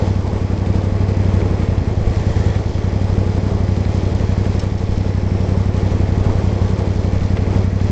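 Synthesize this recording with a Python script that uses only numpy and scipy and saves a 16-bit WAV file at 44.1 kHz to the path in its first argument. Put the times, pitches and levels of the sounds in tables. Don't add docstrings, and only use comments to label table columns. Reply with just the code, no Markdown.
import sys
import numpy as np
from scipy import signal
from scipy.fft import rfft, irfft, next_fast_len
from scipy.io import wavfile
from scipy.ndimage import map_coordinates

SR = 44100
rng = np.random.default_rng(int(sys.argv[2]) if len(sys.argv) > 2 else 0)


def int16_out(signal):
    q = np.round(np.clip(np.atleast_2d(signal).T, -1, 1) * 32767)
    wavfile.write(sys.argv[1], SR, q.astype(np.int16))


N = 348831
TIME = np.arange(N) / SR

# t/s, speed/rpm
ENGINE_SPEED = [(0.0, 1433.4), (0.48, 1401.2), (1.06, 1456.0), (1.57, 1375.6), (1.93, 1203.4),
                (2.1, 1237.7), (2.6, 1214.9), (3.0, 1454.0), (3.3, 1417.7), (4.21, 1383.0), (4.4, 1403.5),
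                (5.73, 1407.1), (6.33, 1356.9), (6.83, 1403.7), (7.07, 1388.7), (7.91, 1430.1)]
# t/s, level/dB
EFFORT = [(0, 2.3), (.25, -3.2), (.74, 0.1), (.9, -2.1), (1.35, 2), (1.92, -0.8), (2.12, 0.9), (2.53, 1.5),
          (2.65, -2.5), (3.02, -0.5), (4.5, .5), (4.75, -1.8), (5.8, 0.65), (6.52, 0.9), (6.82, -0.46),
          (7.58, 1), (7.73, -1), (7.91, 1.7)]
# f/Hz, width/Hz, level/dB
MUFFLER_TONES = [(66.7, 21, -8.5), (89.7, 26, -4.5), (99.5, 8.4, 3.5), (140, 21, -11), (192.2, 42, 0),
                 (234.4, 19.6, 0)]
# f/Hz, width/Hz, level/dB
HOOD_TONES = [(349, 8, 1), (446.3, 26, 7), (482, 65, -4.5), (664, 16, -2.5), (838, 20, -2),
              (1090, 20, -8.5), (1140, 27, -10.5)]
# place/cycle, f/Hz, width/Hz, level/dB
VALVE_TICKS = [(-.01, 5860, 2980, -4), (.035, 4180, 2990, -2), (.36, 5400, 3000, -4.5),
               (.53, 4800, 3040, -14), (.77, 2020, 672, 4.5), (.89, 2190, 660, 9)]
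# t/s, chassis heave/dB, change in rumble/dB
TRACK_BUMPS = [(.33, -42, 3), (.92, -29, 0), (1.73, -23, 1.4), (2.07, -19, 0.8), (3.17, -39, 1.8),
               (3.55, -30, 1.3), (4.16, -36, 1.3), (4.93, -24, -1.1), (6.29, -23, 2.5), (6.83, -35, 1),
               (7.17, -25.5, .2), (7.56, -27, 3.5)]
# f/Hz, level/dB
SWAY_COLOUR = [(8, -10.5), (16, -2), (23, -3), (32, -6), (42, -5.5), (54, -9), (75, -27.5), (200, -120)]
RUMBLE_COLOUR = [(30, -10), (85, 2.5), (135, 1), (285, -1), (340, 1.5), (450, -2), (560, -4), (740, -9),
                 (850, -9.5), (1010, -14), (1130, -15), (1320, -27.5), (2000, -35.5), (5000, -120)]
RATTLE_COLOUR = [(500, -35.5), (1100, -12.5), (1350, 3), (1580, 1.5), (1850, 4.5), (2250, 3.5), (2800, -4),
                 (4000, -35), (9000, -70.5)]
HISS_COLOUR = [(1000, -22.5), (2500, -7), (3200, 10.5), (3700, 6), (4250, 8), (4650, 5.5), (4900, 7.5),
               (5400, 7), (5520, -2), (5700, 6.5), (6500, 1), (7450, -0.5), (8000, -45.5), (8900, -40.5)]
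# t/s, level/dB
TREBLE_DRIFT = [(0, 0.2), (1.9, -1.7), (2.7, 3), (3.05, -0.5), (4.45, 1.9), (5.55, -0.7), (7.91, 0.2)]
# start/s, end/s, f/Hz, width/Hz, level/dB
FLANGE_RUBS = [(0, 1.6, 4950, 300, -59), (1.95, 2.55, 7150, 450, -57), (2.1, 2.62, 1760, 60, -47),
               (2.0, 2.62, 1925, 80, -47.5), (2.44, 2.64, 3380, 120, -50), (2.9, 3.9, 4970, 220, -56),
               (4.8, 5.7, 5370, 130, -56)]
# t/s, relative level/dB
GEAR_KNOCKS = [(1.017, -31), (1.408, -31), (1.622, -29), (1.780, -28), (2.555, -28), (2.781, -29),
               (6.300, -27), (7.370, -22), (7.800, -29)]
# f/Hz, width/Hz, level/dB
KNOCK_TONES = [(1100, 500, 5), (2000, 700, -1), (3300, 700, -5)]
# t/s, peak level/dB
METAL_STRIKES = [(3.018, -34), (4.595, -20.5), (4.776, -33)]
# delay/s, level/dB
STRIKE_AND_BOUNCE = [(0, 0), (.005, -2)]
# f/Hz, level/dB, time to fade by 60 dB/s
METAL_TONES = [(2945, -4, .04), (3900, -7, .02), (4410, -8, .03), (5330, -4, .035), (5420, -2.5, .05),
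               (6260, -5, .04), (6520, -6, .035)]

SECOND_FIRING = .371


def amp(db):
    return 10 ** (np.asarray(db) / 20)


def unit(x):
    return x / np.sqrt(np.mean(x ** 2) + 1e-20)


def curve(points):
    return np.interp(TIME, *np.transpose(points))


def wobble(rate):
    return map_coordinates(rng.standard_normal(int(N * rate / SR) + 4), [TIME * rate])


def filtered(x, response):
    size = next_fast_len(N + SR // 2)
    return irfft(rfft(x, size) * response(np.fft.rfftfreq(size, 1 / SR)), size)[:N]


def coloured(x, colour):
    hz, db = np.transpose(colour)
    return unit(filtered(x, lambda f: amp(np.interp(np.log(f + 1), np.log(hz), db))))


def resonate(x, tones):
    return filtered(x, lambda f: sum(amp(db) * 1j * f * width / (hz * hz - f * f + 1j * f * width)
                                     for hz, width, db in tones))


def strokes(cycle, place, scatter_db):
    at = np.flatnonzero(np.diff(np.floor(cycle - place)) > 0)
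    taps = np.zeros(N)
    taps[at] = amp(scatter_db * rng.standard_normal(len(at)))
    return taps


def bursts(taps, fade_s):
    fade = amp(-60 * TIME[:SR // 10] / fade_s)
    return signal.fftconvolve(taps, fade)[:N] * rng.standard_normal(N)


def chatter(rate, depth_db):
    return rng.standard_normal(N) * amp(depth_db * wobble(rate))


def puffs(cycle, place, width, scatter_db):
    nearest = np.round(cycle - place).astype(int)
    sizes = amp(scatter_db * rng.standard_normal(nearest.max() + 2))
    return sizes[nearest] * np.exp(-.5 * ((cycle - place - nearest) / width) ** 2)


def exhaust(cycle, width, edge_width, edge_db, bass_cut_hz):
    def both_cylinders(puff_width):
        first = puffs(cycle, 0, puff_width, scatter_db=0.7)
        return first + 0.86 * puffs(cycle, SECOND_FIRING, puff_width, scatter_db=-0.6)

    thump = unit(resonate(both_cylinders(width), MUFFLER_TONES))
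    edge = amp(edge_db) * unit(both_cylinders(edge_width))
    return -unit(filtered(thump + edge, lambda f: f ** 2 / np.hypot(f ** 2, bass_cut_hz ** 2)))


def hood(cycle):
    firings = strokes(cycle, 0, scatter_db=-0.5) + strokes(cycle, SECOND_FIRING, scatter_db=2.5)
    from_engine = unit(resonate(firings, HOOD_TONES))
    from_track = unit(resonate(chatter(rate=40, depth_db=2.5), HOOD_TONES))
    return amp(-19.5) * from_engine + amp(-6.5) * from_track


def valves(cycle):
    ticks = np.zeros(N)
    for place, hz, width, db in VALVE_TICKS:
        taps = strokes(cycle, place, scatter_db=3.0)
        ticks += resonate(bursts(taps, fade_s=0.016), [(hz, width, db)])
    return unit(ticks)


def chassis_sway(heave, steady_db):
    return np.hypot(amp(steady_db), heave) * coloured(rng.standard_normal(N), SWAY_COLOUR)


def wheel_rumble():
    return coloured(chatter(rate=62, depth_db=0.65), RUMBLE_COLOUR)


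def rattle():
    return coloured(chatter(rate=180, depth_db=0.67), RATTLE_COLOUR)


def hiss():
    return coloured(chatter(rate=380, depth_db=2.1), HISS_COLOUR)


def flange_song(ramp_s):
    song = np.zeros(N)
    for start, end, hz, width, db in FLANGE_RUBS:
        contact = np.clip(np.minimum(TIME - start, end - TIME) / ramp_s, 0, 1)
        note = unit(resonate(chatter(rate=30, depth_db=2.5), [(hz, width, 0)]))
        song += amp(db) * contact * note
    return song


def bumps(half_width_s):
    heave, swell_db = np.zeros(N), np.zeros(N)
    for s, heave_db, rumble_db in TRACK_BUMPS:
        hump = np.exp(-.5 * ((TIME - s) / half_width_s) ** 2)
        heave += amp(heave_db) * hump
        swell_db += rumble_db * hump
    return heave, swell_db


def gear_knocks(fade_s, treble_cut_hz):
    blows = np.zeros(N)
    for s, db in GEAR_KNOCKS:
        blows[round(s * SR)] = amp(db + 4)
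    knocks = resonate(bursts(blows, fade_s), KNOCK_TONES)
    return filtered(knocks, lambda f: 1 / np.hypot(1, (f / treble_cut_hz) ** 4))


def metal_clinks(crack_db, crack_fade_s, crack_hz, crack_width_hz):
    clinks, t = np.zeros(N + SR), TIME[:SR // 5]
    for s, db in METAL_STRIKES:
        for delay, bounce_db in STRIKE_AND_BOUNCE:
            ring = sum(amp(level + rng.normal(0, 1) - 60 * t / fade_s) * np.sin(2 * np.pi * hz * t)
                       for hz, level, fade_s in METAL_TONES)
            burst = amp(-60 * TIME / crack_fade_s) * rng.standard_normal(N)
            crack = resonate(burst, [(crack_hz, crack_width_hz, 0)])[:len(t)]
            hit = ring + amp(crack_db) * crack
            start = round((s + delay) * SR)
            clinks[start:start + len(t)] += amp(db + bounce_db) * hit / np.abs(hit).max()
    return clinks[:N]


def scene():
    effort_db = curve(EFFORT)
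    heave, swell_db = bumps(half_width_s=0.058)
    fade_db = -0.25 * (TIME - TIME.mean())
    rolling_db = -27.5 + effort_db + swell_db + fade_db + 0.74 * wobble(rate=7)
    rattle_db = -43 + effort_db + 0.5 * wobble(rate=7)
    treble_db = -46 + 0.93 * effort_db + curve(TREBLE_DRIFT) + 0.8 * wobble(rate=7.8)
    cycle = .079 + np.cumsum(curve(ENGINE_SPEED)) / (2 * 60 * SR)
    beats = exhaust(cycle, width=0.016, edge_width=0.0077, edge_db=-20.0, bass_cut_hz=53.4)
    mix = amp(-16 + effort_db) * beats
    mix += amp(treble_db - 7) * valves(cycle)
    mix += amp(rolling_db) * hood(cycle)
    mix += chassis_sway(heave, steady_db=-32.5)
    mix += amp(rolling_db + 1) * wheel_rumble()
    mix += amp(rattle_db) * rattle()
    mix += amp(treble_db) * hiss()
    clinks = metal_clinks(crack_db=8, crack_fade_s=.03, crack_hz=4500, crack_width_hz=3500)
    mix += flange_song(ramp_s=0.091)
    mix += gear_knocks(fade_s=0.041, treble_cut_hz=3700)
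    return (mix + clinks)[None]


def record(dry):
    corner_hz, top_hz = 8200, 8850
    return filtered(dry[0], lambda f: (f < top_hz) / np.sqrt(1 + (f / corner_hz) ** 50))[None]


dry = scene()
out = record(dry)
int16_out(out)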